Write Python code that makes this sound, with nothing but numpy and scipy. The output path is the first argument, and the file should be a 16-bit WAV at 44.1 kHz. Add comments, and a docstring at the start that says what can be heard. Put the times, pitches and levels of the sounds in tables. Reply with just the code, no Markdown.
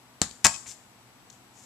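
"""A light inflated plastic ball is kicked against the siding of a house in a quiet yard.
The foot gives one short slap and a thump; at the wall the skin crumples and snaps back while the air inside rings.
The yard answers with a bright tail and one echo, shoes brush the ground, and a faint hum lies under the outdoor air."""
import sys
import numpy as np
from scipy import signal
from scipy.fft import rfft, irfft, next_fast_len
from scipy.io import wavfile
from scipy.ndimage import map_coordinates

SR = 44100
rng = np.random.default_rng(int(sys.argv[2]) if len(sys.argv) > 2 else 0)


def log_audio(samples):
    """Write samples as a 16-bit WAV file to the path given in sys.argv[1]."""
    # one column per channel
    frames = np.atleast_2d(samples).T
    # limit to full scale, then quantise
    limited = np.clip(frames, -1, 1)
    pcm = np.round(limited * 32767).astype(np.int16)
    wavfile.write(sys.argv[1], SR, pcm)


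N = 72765

# the foot strikes; the ball meets the wall; how long it stays there (s)
KICK_S, WALL_S, CONTACT_S = .2166, .4447, .0227  # fixed
# the taut skin under the foot (Hz, dB, t60 s)
SKIN = [(790, -21.5, 0.019), (1783, -29, 0.017), (4260, -8, 0.0048), (6216, -8, 0.0043), (7450, -9.5, 0.00644)]
# the air inside the ball (Hz, dB, t60 s)
CAVITY = [(405, -8, 0.07), (608.9, -11.5, 0.09), (689, -5.5, 0.11), (771.6, -3, 0.06), (909, 0.5, 0.067), (999, -6.5, 0.029), (1081, 1, .075),
          (1233, -13, 0.08), (1492, -9, 0.07), (1575, -14, .07), (1733, -8, 0.07), (1945, -6, 0.065), (2140, -6.5, 0.057), (2554, -2, 0.04)]
# the snap as the skin springs free of the wall
RELEASE_DB = -6  # fixed
# sharp folds of the skin as it flattens (s, dB)
SNAPS = [(0.4437, -17.5), (0.4467, -6.5), (0.4487, -8), (0.4512, -14.5), (0.4543, -11.5), (0.4572, -12.5)]
CRUMPLE_FADE_DB_PER_S = 384.5  # the crumpling eases as the ball slows
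# hollow knocks of the ball on the siding (s, dB, Hz, t60 s)
KNOCKS = [(0.4493, -18, 1430, 0.0049), (0.4607, -9, 1130, 0.0073)]
# pushes of air from the ball and the siding (s, dB, Hz, t60 s)
THUMPS = [(0.2161, -15.5, 185, 0.017), (0.2285, -35.5, 150, 0.028), (0.4443, -33, 68, 0.089), (0.4517, -24.5, 170, 0.048), (0.4605, -23, 170, 0.053), (0.4654, -31.5, 66, 0.068)]
# the kicking foot lands (s)
STEP_S = .6595  # fixed
# shoes brushing the ground (s, rise s, hold s, t60 s, dB)
SCUFFS = [(0.663, 0.009, 0.052, 0.095, -44), (1.308, 0.022, 0.017, 0.17, -62.5), (1.524, 0.067, .06, .3, -56.5)]
# small ticks of grit underfoot (s, length s, dB)
TICKS = [(1.2998, 0.0053, -47.5), (1.3205, 0.00051, -60.5), (1.328, 0.00049, -51)]
# spectra (Hz, dB per Hz)
SLAP = [(100, -9), (600, -6), (1000, -7.5), (1700, -4.5), (2600, -8), (4000, -0.5), (5200, -5), (7300, 0), (9500, -10.5), (14000, -28.5)]
CRUMPLE = [(60, -9.5), (200, -7.5), (520, -18.5), (1000, -4.5), (2600, -4), (3700, -5), (5000, -3), (6300, -0.5), (7500, -0.5), (9500, -11), (14000, -27.5)]
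SNAP = [(200, -6), (520, -10.5), (1500, -6), (4000, -8), (7200, 4), (9500, -8.5), (14000, -26.5)]
SHOE = [(200, -14), (1200, -18.5), (2500, -10.5), (4500, -8.5), (7200, 3.5), (9500, -10.5), (14000, -24)]
SOLE = [(100, -1), (600, -4.5), (2200, 1), (3800, -3), (6000, -16), (14000, -32)]
ECHO = [(100, -2), (400, 3), (1000, -9.5), (2300, 7.5), (4500, 6), (7500, 7), (14000, -6.5)]
GRIT = [(300, -22), (2500, -17), (4500, -3), (5800, 1.5), (7400, 2), (9500, -18), (14000, -29.5)]
AIR = [(15, -42), (25, -11.5), (91, -9.5), (122, 0.5), (160, -12), (244, -5.5), (278, -7.5), (584, -14), (632, -10.5),
       (868, -7.5), (1360, -13.5), (1920, -15), (14000, -26.5)]
# steady tones: mains hum and a thin whine (Hz, dB)
HUM = [(119, -71), (194, -72.5), (245, -70), (7870, -74.5)]
YARD_T60 = [(80, 0.38), (300, 0.23), (1000, 0.53), (2500, 0.38), (7000, 0.54), (13000, 0.53)]  # (Hz, s)
YARD_DB = [(80, -13), (400, -14), (1200, -9.5), (2500, -13.5), (4500, -8), (6200, -12.5), (7600, -7.5), (10000, -10), (14000, -15.5)]
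NEAR_T60, NEAR_DB, NEAR_DELAY_S = 0.14, -7.5, 0.0042  # scatter from siding, eaves and shrubs
BALANCE_DB = [(100, 1), (700, 0.5), (1150, -3), (1600, 10.5), (2400, 9.5), (4100, 5.5), (7000, 13), (9000, 0), (13000, 11)]
AIR_BALANCE = [(100, 1.5), (1000, 1.5), (2200, 5.5), (7000, 4.5), (8500, 0.5), (14000, 1.5)]  # (Hz, left minus right dB)
AIR_ALIKE = [(60, 0.025), (130, 0.91), (280, 0.85), (620, 0.58), (1350, 0.38), (2930, -0.17), (6390, -0.1),
             (13900, -0.024)]  # (Hz, left-right likeness)
YARD_ALIKE = [(100, 0.98), (600, 0.868), (1400, 0.386), (3000, 0.29), (12000, 0.24)]  # (Hz, left-right likeness)
# the answer from across the yard: its delay and level
ECHO_S = .0932  # fixed
ECHO_DB = -29.5
CLIP_TOP, LOW_CUT_HZ = 1.05, 45
TOP_HZ = 14400  # fixed
T = np.arange(N) / SR


def amp(db):
    return 10 ** (np.asarray(db) / 20)


def unit(x):
    return x / np.sqrt(np.mean(x ** 2) + 1e-20)


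def along(points, hz):
    """(Hz, value) points on a log axis."""
    f, v = np.transpose(points)
    return np.interp(np.log(hz + 1), np.log(f + 1), v)


def filtered(x, response):
    """x times a response of frequency."""
    m = 2 * next_fast_len(N)
    return irfft(rfft(x, m) * response(np.fft.rfftfreq(m, 1 / SR)), m)[..., :N]


def coloured(x, spectrum):
    """Causal colouring that keeps the power of white noise."""
    def response(hz):
        c = irfft(np.log(unit(amp(along(spectrum, hz))) + 1e-6))  # fixed
        c[1:len(c) // 2] *= 2
        c[len(c) // 2 + 1:] = 0
        return np.exp(rfft(c))
    return filtered(x, response)


def spread(pair, alike):
    """Two unrelated signals mixed to a given left-right likeness."""
    turn = lambda hz: np.arccos(np.clip(along(alike, hz), -1, 1)) / 2
    mid, side = filtered(pair, lambda hz: np.array([np.cos(turn(hz)), np.sin(turn(hz))]))
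    return np.array([mid + side, mid - side])


def leaning(x, balance):
    """Each frequency leans to one side."""
    return filtered(x, lambda hz: amp(np.outer([.5, -.5], along(balance, hz))))


def envelope(s, rise, hold, t60):
    """Straight rise, hold, exponential fall."""
    return np.clip((T - s) / rise, 0, 1) * amp(-60 * np.maximum(T - s - rise - hold, 0) / t60)  # fixed


def wobble(rate):
    """A smooth random curve, rate knots a second."""
    return map_coordinates(rng.standard_normal(int(N * rate / SR) + 4), [T * rate])


def crackle(rough_db):
    """Dense tiny clicks whose size changes from instant to instant."""
    return unit(rng.choice([-1, 1], N) * amp(rough_db * wobble(1500)))  # fixed


def tone(s, hz):
    return np.sin(2 * np.pi * hz * (T - s))


def kick():
    """The foot slaps the skin, which rings for a few milliseconds; the air inside barely sounds."""
    slap = coloured(crackle(rough_db=0.5) * envelope(KICK_S, 0.00023, 0.00099, 0.0065), SLAP)
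    skin = sum(amp(db) * tone(KICK_S, hz) * envelope(KICK_S, 0.00065, 0.00026, t60) for hz, db, t60 in SKIN)
    return amp(-15.5) * slap + amp(-5.5) * skin + amp(-42.5) * cavity(KICK_S, rise=0.0025, hold=0.0034)


def cavity(s, rise, hold):
    """The enclosed air rings while the skin drives it, then dies away."""
    return sum(amp(db + rng.normal(0, 1)) * tone(rng.random(), hz) * envelope(s, rise, hold, t60) for hz, db, t60 in CAVITY)


def wall_hit():
    """The skin crumples all through the contact, most at first, drives the air inside, and snaps as it springs free."""
    effort = envelope(WALL_S, 0.00157, CONTACT_S, 0.019) * amp(-CRUMPLE_FADE_DB_PER_S * np.clip(T - WALL_S, 0, CONTACT_S))
    crumple = coloured(crackle(rough_db=4.5) * effort, CRUMPLE)  # fixed
    folds = sum(amp(db) * envelope(s, .0001, 0.000253, 0.0033) for s, db in SNAPS)
    release = amp(RELEASE_DB) * envelope(WALL_S + CONTACT_S, .0001, .0003, .003)  # fixed
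    snaps = coloured(crackle(rough_db=1.5) * (folds + release), SNAP)
    knocks = sum(amp(db) * tone(s, hz) * envelope(s, 0.00038, 0, t60) for s, db, hz, t60 in KNOCKS)
    return amp(-15.0) * crumple + snaps + knocks + amp(-27.5) * cavity(WALL_S, rise=0.007, hold=0.013)


def thumps():
    """Each squeeze of the ball gives a low, quickly damped push; the kick's push comes back once, weaker,
    moments later."""
    return -sum(amp(db) * tone(s, hz) * envelope(s, 0.00072, 0, t60) for s, db, hz, t60 in THUMPS)


def shoes():
    """Soles brush the ground and shift a little grit."""
    brush = crackle(rough_db=3) * sum(amp(db) * envelope(s, rise, hold, t60) for s, rise, hold, t60, db in SCUFFS)
    grit = crackle(rough_db=-3.5) * sum(amp(db) * envelope(s, 0.00029, length, 0.0057) for s, length, db in TICKS)
    return coloured(brush, SHOE) + coloured(grit, GRIT)


def yard(x, near_db, far_db):
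    """The direct sound, dense scatter from close by, and a longer, bright tail."""
    hz, t, z = signal.stft(rng.standard_normal((2, N)), SR, nperseg=256)
    far = signal.istft(z * amp(-60 * t / along(YARD_T60, hz)[:, None]), SR, nperseg=256)[1][:, :N]  # fixed
    far = far * envelope(0.0041, 0.027, 2, 1)
    far = filtered(far / np.linalg.norm(far[0]), lambda f: amp(along(YARD_DB, f)))
    near = rng.standard_normal((2, N)) * envelope(NEAR_DELAY_S, 0.00023, 0, NEAR_T60)
    answer = amp(far_db) * far + amp(NEAR_DB + near_db) * near / np.linalg.norm(near[0])
    return x + signal.fftconvolve(x[None], spread(answer, YARD_ALIKE), axes=1)[:, :N]


def outdoors():
    """Distant air with a slightly wavering hum."""
    air = unit(spread(coloured(rng.standard_normal((2, N)), AIR), AIR_ALIKE))
    hum = sum(amp(db) * np.sqrt(2) * np.sin(2 * np.pi * hz * T + 0.56 * wobble(9.07)) for hz, db in HUM)
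    return amp(-56.0) * leaning(air, AIR_BALANCE) + hum


def slap():
    """The foot meets the ball with one broad, sharp click."""
    return amp(-5) * coloured(1. * (np.arange(N) == round(KICK_S * SR)), SLAP)


def kicked_skin():
    """The skin buzzes and rings for a few milliseconds."""
    buzz = coloured(crackle(rough_db=1.0) * envelope(KICK_S, 0.00015, 0.0013, 0.0065), SLAP)
    ring = sum(amp(db) * tone(KICK_S, hz) * envelope(KICK_S, 0.0005, 0.00019, t60) for hz, db, t60 in SKIN)
    return amp(-17.5) * buzz + amp(-5.0) * ring


def footfall():
    """The kicking foot comes down with a light tap and a soft thud."""
    tap = coloured(crackle(rough_db=1) * envelope(STEP_S, 0.0015, 0.0039, 0.075), SOLE)
    thud = tone(STEP_S, 69.5) * envelope(STEP_S, 0.0028, 0.0082, 0.14)
    return amp(-50) * tap + amp(-53) * thud


def echo(x):
    """A building across the yard sends back one slightly smeared copy."""
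    smear = spread(rng.standard_normal((2, N)), YARD_ALIKE) * envelope(ECHO_S, 0.0011, 0.00068, .015)
    return signal.fftconvolve(coloured(x, ECHO)[None], amp(ECHO_DB) * smear / np.linalg.norm(smear[0]), axes=1)[:, :N]


def scene():
    click, skin, wall, low = slap(), kicked_skin(), wall_hit(), thumps()
    kick = yard(click, near_db=10.5, far_db=4.0) + yard(skin, near_db=-5.5, far_db=-12)
    hits = kick + yard(wall, near_db=-2.5, far_db=-6.5) + yard(low, near_db=-3, far_db=0.5) + echo(click + skin + wall + low)
    return leaning(hits + yard(shoes() + footfall(), near_db=-2.5, far_db=-3), BALANCE_DB) + outdoors()


def record(dry):
    """The loudest peaks clip; the microphone thins the deepest bass, and nothing is kept above the band limit."""
    clipped = dry / (1 + np.abs(dry / CLIP_TOP) ** 6) ** (1 / 6)  # fixed
    thinned = signal.sosfilt(signal.butter(2, LOW_CUT_HZ, 'highpass', fs=SR, output='sos'), clipped)
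    return filtered(thinned, lambda hz: np.clip((TOP_HZ - hz) / 300 + .5, 0, 1))  # fixed


dry = scene()
out = record(dry)
log_audio(out)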